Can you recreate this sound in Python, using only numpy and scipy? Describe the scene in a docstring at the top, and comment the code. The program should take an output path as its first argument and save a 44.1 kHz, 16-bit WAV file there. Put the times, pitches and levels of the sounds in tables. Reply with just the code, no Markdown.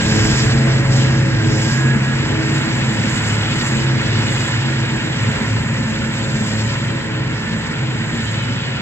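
"""Forage harvester driving away

An open field, two close microphone ports, and off to the left, some 12 m away, a harvester slowly
pulling off under load as it blows chopped grass into a trailer. Its eight-cylinder diesel and
belt-driven blower hunt up and down in speed together as the swath thickens and thins;
air and crop roar through the machine and hiss up the spout."""
import sys
import numpy as np
from scipy import signal
from scipy.fft import rfft, irfft, next_fast_len
from scipy.io import wavfile

SR = 44100
rng = np.random.default_rng(int(sys.argv[2]) if len(sys.argv) > 2 else 0)


def wrap_up_sound(samples):
    """Save the sound to the file named by the first command line argument, as 16-bit audio."""
    columns = np.atleast_2d(samples).T
    # keep every value between -1 and 1, then stretch to whole-number steps
    tamed = np.clip(columns, -1, 1)
    steps = np.round(tamed * 32767).astype(np.int16)
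    wavfile.write(sys.argv[1], SR, steps)


N = 388521
TIME_S = np.arange(N) / SR


def from_db(db):
    """Decibels to gain."""
    return 10 ** (np.asarray(db) / 20)


def unit_rms(x):
    """Scale to unit rms."""
    return x / np.sqrt(np.mean(x ** 2) + 1e-20)


def dull(x, hz, order):
    """Roll off the treble above hz."""
    return signal.lfilter(*signal.butter(order, hz, fs=SR), x)


def in_time(rows):
    """The columns that follow a table's time column, one value per sample."""
    times, *columns = np.transpose(rows)
    return [np.interp(TIME_S, times, column) for column in columns]


def at_hz(rows, hz):
    """Read a table on a log-frequency axis."""
    row_hz, values = np.transpose(rows)
    return np.interp(np.log(hz + 1), np.log(row_hz + 1), values)


def drift(rate_hz):
    """Chance wandering: noise through a double one-pole low-pass, rms 1."""
    step = 40  # samples between points
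    pole = np.exp(-2 * np.pi * step * rate_hz / SR)
    noise = rng.standard_normal(N // step + 2002)
    slow = signal.lfilter([1], [1, -2 * pole, pole * pole], noise)[2000:]
    return np.interp(np.arange(N) / step, np.arange(len(slow)), unit_rms(slow))


def swells(rows, floor_db, edge_s=.07):
    """Level in dB: a floor with swells that rise, hold and fall."""
    gain = from_db(floor_db)
    for start, length, level_db in rows:
        inside_s = np.minimum(TIME_S - start, start + length - TIME_S)
        gain = gain + from_db(level_db) * np.clip(inside_s / edge_s, 0, 1)
    return 20 * np.log10(gain)


def tone(turns, level_db, waver_db):
    """A sine locked to a shaft, its level wavering on the way through the air."""
    gain = from_db(level_db + waver_db * drift(3.9))
    return np.sqrt(2) * gain * np.sin(2 * np.pi * (turns + rng.random()))


# Noise that reaches both ports from one direction. 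Each row: frequency in Hz, share from 0 to 1.
PORT_LIKENESS = [(30, .98), (80, .94), (400, .8), (720, .42), (1000, .83), (1200, .68), (1400, .86),
                 (2050, .55), (2700, .76), (3200, .6), (4300, .86), (6800, .62), (9000, .55), (10500, .38)]

def field_noise(spectrum, patchy_db, bands):
    """Coloured noise, partly alike at the two ports, in bands that each swell on their own; rms 1."""
    size = next_fast_len(N)
    hz = np.arange(size // 2 + 1) * SR / size
    alike = at_hz(PORT_LIKENESS, hz)
    mid, side = rfft(rng.standard_normal((2, size))) * from_db(at_hz(spectrum, hz))
    pair = np.sqrt(1 + alike) * mid + np.sqrt(1 - alike) * side * [[1], [-1]]
    place = np.interp(np.log(hz + 1), np.log([spectrum[0][0], spectrum[-1][0]]), [0, bands - 1])
    out = 0
    for band in range(bands):
        share = np.sqrt(np.clip(1 - abs(place - band), 0, 1))  # neighbours cross-fade in power
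        swell = from_db(patchy_db * (0.5 * drift(3.1) + drift(27.5)))
        out = out + irfft(pair * share, size)[:, :N] * swell
    return unit_rms(out)


# The machine's low end across the field. Each row: frequency in Hz, spectral level in dB.
RUMBLE_SPECTRUM = [(20, -25), (45, -2), (90, 1.5), (130, 5), (180, -3.5), (230, 10), (280, -3.5), (380, -5),
                   (550, -14.5), (800, -64)]

def rumble(level_db, deep_extra=.92, deep_fade_s=1):
    """A rumble that throbs unevenly, its deepest part stronger at first."""
    throb_db = 1.5 * drift(6.8)
    body = from_db(level_db + throb_db) * field_noise(RUMBLE_SPECTRUM, patchy_db=.83, bands=4)
    deep_gain = deep_extra * np.exp(-(TIME_S / deep_fade_s) ** 2)
    return body + deep_gain * dull(body, hz=80, order=2)


# Faint squeaks. Each row: middle in seconds, length in seconds, pitch in Hz, level in dB.
METAL_SQUEAKS = [(3.81, .05, 3030, -39), (4.13, .05, 2830, -39), (4.29, .07, 2900, -39),
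                 (4.31, .05, 3450, -41), (4.42, .03, 2900, -37), (6.68, .04, 3080, -42),
                 (6.9, .045, 3140, -41), (7.015, .04, 3120, -43), (8.285, .055, 3075, -38),
                 (8.405, .035, 3070, -40), (8.44, .065, 2998, -37), (8.495, .03, 3050, -41)]

def squeaks(fall_hz_per_s=500):
    """Sheet metal squeaks briefly near 3 kHz, sinking a little, with a fainter partial above."""
    out = np.zeros((2, N))
    late_s = np.array([[65e-6], [-65e-6]])  # offsets the left port's lead, so the squeaks sound centred
    shiver = .1 * drift(25)
    for middle, length, hz, level_db in METAL_SQUEAKS:
        span = slice(int((middle - length) * SR), int((middle + length) * SR))
        t = TIME_S[span] - middle - late_s
        phase = 2 * np.pi * ((hz - fall_hz_per_s * t / 2) * t + shiver[span])
        envelope = np.sqrt(2) * from_db(level_db) * np.exp(-(2 * t / length) ** 4)
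        out[:, span] += envelope * (np.sin(phase) + from_db(-6) * np.sin(1.27 * phase))
    return out


# Swells of the lower and upper gear tone. Each row: start in seconds, length in seconds, level in dB.
LOWER_GEAR_SWELLS = [(-.1, .75, -38), (.85, .45, -43), (1.27, .33, -36), (1.6, .16, -35), (1.68, .3, -29.5),
                     (2.01, .18, -35), (2.35, .2, -41), (4.6, .45, -40), (6.2, .22, -40)]
UPPER_GEAR_SWELLS = [(3.85, .3, -43), (4.5, .3, -42), (5.75, .4, -43), (7.3, .42, -41), (8.15, .32, -41)]

def gear_whine(cycles):
    """Teeth meet 100 and 108 times an engine cycle: two whistles that swell and die."""
    backlash = .085 * drift(30)  # tooth play jitters the contacts
    lower = tone(100 * cycles + backlash, swells(LOWER_GEAR_SWELLS, floor_db=-47), waver_db=2)
    upper = tone(108 * cycles, swells(UPPER_GEAR_SWELLS, floor_db=-51), waver_db=2)
    return lower + upper


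# Noise from inside the machine. Each row: time in seconds, roar level in dB, knife level in dB.
MACHINE_LEVELS = [(0, -23.5, -29), (.35, -24.5, -27.5), (.65, -24.5, -34), (.86, -25.5, -34),
                  (1.04, -25.5, -28), (1.25, -26.5, -36.5), (1.45, -27, -34), (1.8, -25, -33.5),
                  (2.1, -26, -34.5), (2.45, -25.5, -31), (3.3, -25, -29), (3.9, -25.5, -29.5),
                  (4.35, -25.5, -28.5), (5.05, -27, -32.5), (5.35, -25.5, -31), (5.7, -28, -33.5),
                  (6.7, -28, -32.5), (7.2, -29.5, -34.5), (7.5, -29, -34.5), (8.0, -29, -33),
                  (8.4, -29, -31), (8.81, -29, -31.5)]
# Colours of the roar and the knives. Each row: frequency in Hz, spectral level in dB.
ROAR_SPECTRUM = [(300, -45), (500, -3.5), (900, -6), (1050, -3.5), (1200, -4), (1450, -4), (1550, -2.5),
                 (1650, 0.5), (1750, -3), (1850, -1.5), (1950, -1), (2050, 1), (2300, -4.5), (2600, -6),
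                 (3200, -15.5), (4000, -71)]
KNIFE_SPECTRUM = [(1800, -16), (2400, -1), (3000, 1.5), (3600, 0), (4200, -5), (5000, -10), (6000, -70)]

def roar_and_knives():
    """Air and crop roar through the machine; the chopping knives make a brighter rush."""
    roar_db, knives_db = in_time(MACHINE_LEVELS)
    roar = from_db(roar_db) * field_noise(ROAR_SPECTRUM, patchy_db=.9, bands=5)
    knives = from_db(knives_db) * field_noise(KNIFE_SPECTRUM, patchy_db=2, bands=3)
    return roar, knives


# Flow of crop up the spout. Each row: time in seconds, hiss level in dB.
CROP_FLOW = [(0, -33), (.11, -30), (.44, -30), (.58, -36.5), (.87, -38.5), (.98, -31.5), (1.1, -39),
             (1.37, -39.5), (1.65, -33), (1.76, -34.5), (1.85, -38.5), (2.4, -38), (2.53, -34.5),
             (2.7, -37), (3.0, -35.5), (3.13, -30.5), (3.21, -35), (3.3, -31), (3.45, -37), (3.68, -30),
             (3.97, -39.5), (4.33, -32), (4.6, -36.5), (5.1, -40), (5.33, -36.5), (5.7, -39.5),
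             (6.25, -38.5), (6.47, -34), (7.2, -44.5), (7.48, -40.5), (7.9, -42.5), (8.2, -37),
             (8.81, -44.5)]
# Thick wads leaving while the spout is near. Each row: start in seconds, length in seconds, level in dB.
WAD_GUSTS = [(.04, 0.44, -29.5), (.86, 0.39, -35.5), (1.46, 0.37, -33.5), (3.25, 0.12, -45)]
# Colours of the spout's three noises. Each row: frequency in Hz, spectral level in dB.
SPRAY_SPECTRUM = [(2800, 0), (3800, 6), (4600, 7.5), (5400, 6.5), (6300, 1.5), (7000, -18), (8000, -41)]
GUST_SPECTRUM = [(4200, -35), (4800, 5), (5500, 3.5), (6300, -4), (7000, 3), (7600, -36), (11500, -47),
                 (12500, -30), (14500, -30), (15200, -30)]
HISS_SPECTRUM = [(5600, -6.5), (6500, 0.5), (7300, 7.5), (7800, 6.5), (8300, -8.5), (9000, -18.5),
                 (10000, -40), (10600, -15), (11500, -24.5), (15000, -26.5)]

def spout(fade_db, near_spray_db=-32, mean_flow_db=-36):
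    """Chopped grass hisses up the spout and sprays out, with bright gusts as thick wads leave."""
    hiss_db, = in_time(CROP_FLOW)
    follows_flow = .79 * from_db(fade_db)  # the spray's surges blur with distance
    spray_db = near_spray_db + follows_flow * (hiss_db - mean_flow_db) + .96 * fade_db
    spray = from_db(spray_db) * field_noise(SPRAY_SPECTRUM, patchy_db=2.3, bands=2)
    gusts = from_db(swells(WAD_GUSTS, floor_db=-70)) * field_noise(GUST_SPECTRUM, patchy_db=1, bands=1)
    hiss = from_db(hiss_db) * field_noise(HISS_SPECTRUM, patchy_db=1.5, bands=2)
    return spray + gusts + hiss


# A close reflection. Each row: time in seconds, roar lag left and right in ms, roar echo level in dB,
# crop lag in ms, crop echo level in dB.
CLOSE_ECHO = [(0, 2.12, 2.3, -17, 2.7, -16), (1.1, 2.16, 2.3, -13, 2.4, -16),
              (3, 2.12, 2.36, -11, 2.32, -8), (4.2, 2.14, 2.38, -11, 2.32, -7),
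              (5.8, 2.1, 2.38, -8, 2.46, -12), (7.2, 2.13, 2.38, -8, 2.44, -14),
              (8.81, 2.15, 2.38, -7, 2.3, -11)]

def close_echo(roar, crop):
    """A dull echo that, added to the direct noise, combs it into stripes some 450 Hz apart."""
    def delayed(pair, lags_ms):
        return np.array([np.interp(TIME_S - ms / 1000, TIME_S, x) for x, ms in zip(pair, lags_ms)])

    left_ms, right_ms, roar_db, crop_ms, crop_db = in_time(CLOSE_ECHO)
    dull_roar = dull(roar, hz=2000, order=1) * [[1], [-1]]  # inverted on the right
    roar_echo = from_db(roar_db) * delayed(dull_roar, (left_ms, right_ms))
    crop_echo = from_db(crop_db) * delayed(dull(crop, hz=4200, order=2), (crop_ms, crop_ms))
    return roar_echo + crop_echo


# The paddle tone and its 2nd harmonic. Each row: time in seconds, level in dB.
PADDLE_FIRST = [(0.0, -31), (0.2, -15), (0.4, -33), (0.5, -17), (0.6, -29), (1.0, -21), (1.1, -32),
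                (1.42, -20.5), (1.68, -21), (1.78, -49), (1.96, -28), (2.08, -43), (2.36, -26), (2.46, -45),
                (2.68, -30), (2.76, -42), (2.86, -22), (3.24, -30), (3.36, -17.5), (3.54, -29), (3.68, -40),
                (4.22, -19), (4.4, -34), (4.56, -20), (4.72, -42), (4.82, -21), (4.96, -39), (5.24, -21),
                (5.4, -30), (5.56, -19.5), (5.82, -29.5), (6.1, -29), (6.22, -24), (6.34, -40), (6.42, -29),
                (6.64, -23), (6.94, -28), (7.06, -39), (7.2, -29), (7.78, -44), (7.88, -28), (8.2, -34.5),
                (8.38, -23), (8.8, -35)]
PADDLE_SECOND = [(0.0, -26), (0.12, -22), (0.36, -28), (0.66, -23), (1.02, -43), (1.14, -26), (1.66, -34),
                 (2.16, -26), (2.26, -43), (2.46, -29), (2.54, -37), (2.66, -35), (2.76, -40), (2.86, -26),
                 (3.06, -22.5), (3.26, -44), (3.78, -26), (4.14, -40.5), (4.22, -34), (4.4, -39),
                 (4.52, -29), (4.78, -29), (5.02, -28), (5.1, -40), (5.24, -42), (5.38, -30), (5.6, -40),
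                 (5.7, -29.5), (5.94, -25.5), (6.26, -33), (6.36, -27), (6.62, -30), (6.72, -42),
                 (6.82, -32), (6.98, -42), (7.1, -32), (7.26, -42), (7.54, -23.5), (7.84, -48), (8.06, -32),
                 (8.18, -42), (8.58, -42), (8.7, -29), (8.8, -36)]
# Overtones at mean speed. Each row: time in seconds, levels of the 3rd, 4th and 5th harmonic in dB.
PADDLE_OVERTONES = [(0, -30.5, -33, -33), (.32, -34, -35.5, -43), (.6, -24, -24, -35), (.85, -29, -30, -33),
                    (1.15, -28, -30.5, -36), (1.3, -29, -46, -31), (1.4, -30.5, -36.5, -46),
                    (1.55, -29.5, -37, -35), (2.0, -38, -30, -53), (2.4, -31.5, -42, -43),
                    (2.9, -32.5, -44, -47), (3.25, -44.5, -43.5, -45), (3.85, -23.5, -38, -43),
                    (4.2, -44.5, -47, -40), (4.8, -25.5, -44, -49), (5.25, -51, -43, -38),
                    (5.65, -40, -38, -47), (6.0, -37, -50, -37), (6.35, -41.5, -42.5, -42.5),
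                    (6.95, -34.5, -41, -38), (7.3, -36.5, -40.5, -47), (7.55, -45, -41.5, -44),
                    (7.85, -36, -43.5, -63), (8.35, -45, -44, -40.5), (8.81, -54, -43, -42)]
# The 6th and 7th harmonic, in dB relative to the 4th.
PADDLE_UPPER_DB = [-7.5, -10.5]

def blower(passes, sag, rumble_db):
    """Each paddle thumps a slug of air and crop into the spout: a drone, uneven as the slugs differ."""
    first_db, = in_time(PADDLE_FIRST)
    second_db, = in_time(PADDLE_SECOND)
    third_db, fourth_db, fifth_db = in_time(PADDLE_OVERTONES)
    labour_db = 2.5 * sag
    levels = [first_db, second_db, third_db + labour_db, fourth_db + labour_db, fifth_db]
    levels += [fourth_db + labour_db + upper_db for upper_db in PADDLE_UPPER_DB]
    levels.append(rumble_db - 23)  # 8th harmonic
    slugs = passes + .022 * drift(10)  # each leaves a little early or late
    return sum(tone(k * slugs, level_db, waver_db=1.5) for k, level_db in enumerate(levels, 1))


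# The diesel's firing tone from across the field. Each row: time in seconds, level in dB.
FIRING_LEVEL = [(0.0, -28), (0.6, -16.5), (1.2, -14), (1.34, -17), (1.42, -30), (1.52, -18), (1.66, -23.5),
                (1.84, -13), (2.24, -22.5), (2.34, -34), (2.44, -23), (2.64, -32), (2.88, -16.5),
                (3.0, -42), (3.08, -25), (3.22, -40), (3.9, -17), (4.0, -21), (4.08, -25), (4.16, -23),
                (4.46, -27), (4.68, -20.5), (5.3, -26.5), (5.42, -36), (5.58, -24), (5.78, -25),
                (5.88, -26), (5.96, -42), (6.06, -26), (6.2, -33), (6.34, -19), (6.52, -42), (6.62, -29),
                (6.78, -25.5), (6.96, -25), (7.06, -39), (7.16, -22.5), (7.24, -21.5), (7.64, -43),
                (7.84, -20.5), (8.12, -32), (8.2, -40), (8.38, -26.5), (8.8, -28)]
# Tones of uneven cylinders, pipes and gears: multiples of the engine cycle, then dB against the rumble.
SIDE_ORDERS = [4, 5, 6, 7, 10, 11, 12, 16, 18, 19.7, 23, 25, 32, 46, 52.6, 80, 92, 115]
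SIDE_ORDER_DB = [-21, -19, -19, -10.5, -12, -11.5, -16, -17, -18.5, -15.5, -27.5, -27.5, -32.5, -32, -33.5,
                 -41, -32, -22.5]

def diesel(cycles, sag, fade_db, rumble_db):
    """Eight firings a cycle, a ninth order that grows as the drive labours, and others that wander."""
    ninth_db = -27 + 2.14 * sag + 1.26 * fade_db + 1.5 * drift(3.9)
    firing_db, = in_time(FIRING_LEVEL)
    out = tone(8 * cycles, firing_db, waver_db=1) + tone(9 * cycles, ninth_db, waver_db=2)
    crank = cycles + .007 * drift(4)  # runs a little early or late
    for order, level_db in zip(SIDE_ORDERS, SIDE_ORDER_DB):
        swell_db = 3 * drift(1.2)
        out += tone(order * crank, rumble_db + level_db + swell_db, waver_db=2.5)
    return out


# Turning points of the drive's hunting. Each row: time in seconds, paddle passes per second.
DRIVE_SPEED = [(0, 108.9), (.28, 107.8), (.62, 110.8), (1.15, 110.4), (1.54, 106.8), (1.89, 112.1),
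               (2.08, 111.9), (2.42, 106.4), (2.78, 109.9), (3.1, 107.7), (3.5, 108.2), (3.78, 111.2),
               (4.2, 106.7), (4.64, 111.4), (5.25, 107), (5.6, 110.5), (5.8, 109.1), (6.06, 110.1),
               (6.34, 107.2), (6.82, 111.2), (7.22, 107.7), (7.52, 109.9), (7.9, 107.4), (8.32, 110.3),
               (8.81, 110.3)]

def drive_speed():
    """Paddle passes per second, swinging in half cosines as the load comes and goes."""
    times, speeds = np.transpose(DRIVE_SPEED)
    rows = np.arange(len(times))
    row, fraction = np.divmod(np.interp(TIME_S, times, rows), 1)
    return np.interp(row + (1 - np.cos(np.pi * fraction)) / 2, rows, speeds)


START_M, AWAY_M_PER_S = 12.3, 1.39
MEAN_PASSES_PER_S, CYCLES_PER_PASS = 109, .1486  # the belt ties engine cycles to paddle passes

def scene():
    """The receding harvester: tones of one shared drive over the noise of machine and crop."""
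    speed = drive_speed()
    sag = MEAN_PASSES_PER_S - speed  # positive when the drive labours
    passes = np.cumsum(speed) / SR
    cycles = CYCLES_PER_PASS * passes  # two crank turns each
    fade_db = -20 * np.log10(1 + AWAY_M_PER_S * TIME_S / START_M)  # 1 / distance
    rumble_db = -21 + fade_db
    tones = diesel(cycles, sag, fade_db, rumble_db) + gear_whine(cycles)
    tones = tones + blower(passes, sag, rumble_db) + squeaks()
    low_end = rumble(rumble_db)
    roar, knives = roar_and_knives()
    crop = knives + spout(fade_db)
    return low_end + roar + crop + close_echo(roar, crop) + tones


# Colour of the two microphone ports. Each row: frequency in Hz, left minus right in dB.
LEFT_BALANCE = [(200, 0), (300, -1.5), (600, 2), (800, 4), (1150, 0), (1400, -4), (1650, -6.5), (1950, -4),
                (2200, -4.5), (2500, 5.5), (3200, 2.5), (3900, -2.5), (5200, -3), (6000, -0.5),
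                (7200, -8.5), (8000, 4.5), (11000, 1)]
# Sound arriving from the left. Each row: frequency in Hz, lead of the left port in radians.
LEFT_LEAD = [(100, .03), (220, .2), (340, .85), (560, .8), (720, 1.4), (850, .5), (1800, 1), (2400, 2.4),
             (3500, 2.5), (4300, 3.1), (5700, 4.2), (6900, 5.3), (7800, 7.2), (8400, 6.3)]

def record(dry, ceiling=1.3, cutoff_hz=15250):
    """Each port has its own colour and the left one hears first; peaks are rounded, the top is cut."""
    size = next_fast_len(N + SR // 10)
    hz = np.arange(size // 2 + 1) * SR / size
    left = from_db(at_hz(LEFT_BALANCE, hz) / 2) * np.exp(.5j * at_hz(LEFT_LEAD, hz))
    ports = irfft(rfft(dry, size) * np.array([left, 1 / left]), size)[:, :N]
    rounded = ceiling * np.tanh(ports / ceiling)
    return signal.sosfilt(signal.cheby2(24, 60, cutoff_hz, fs=SR, output="sos"), rounded)


dry = scene()
out = record(dry)
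wrap_up_sound(out)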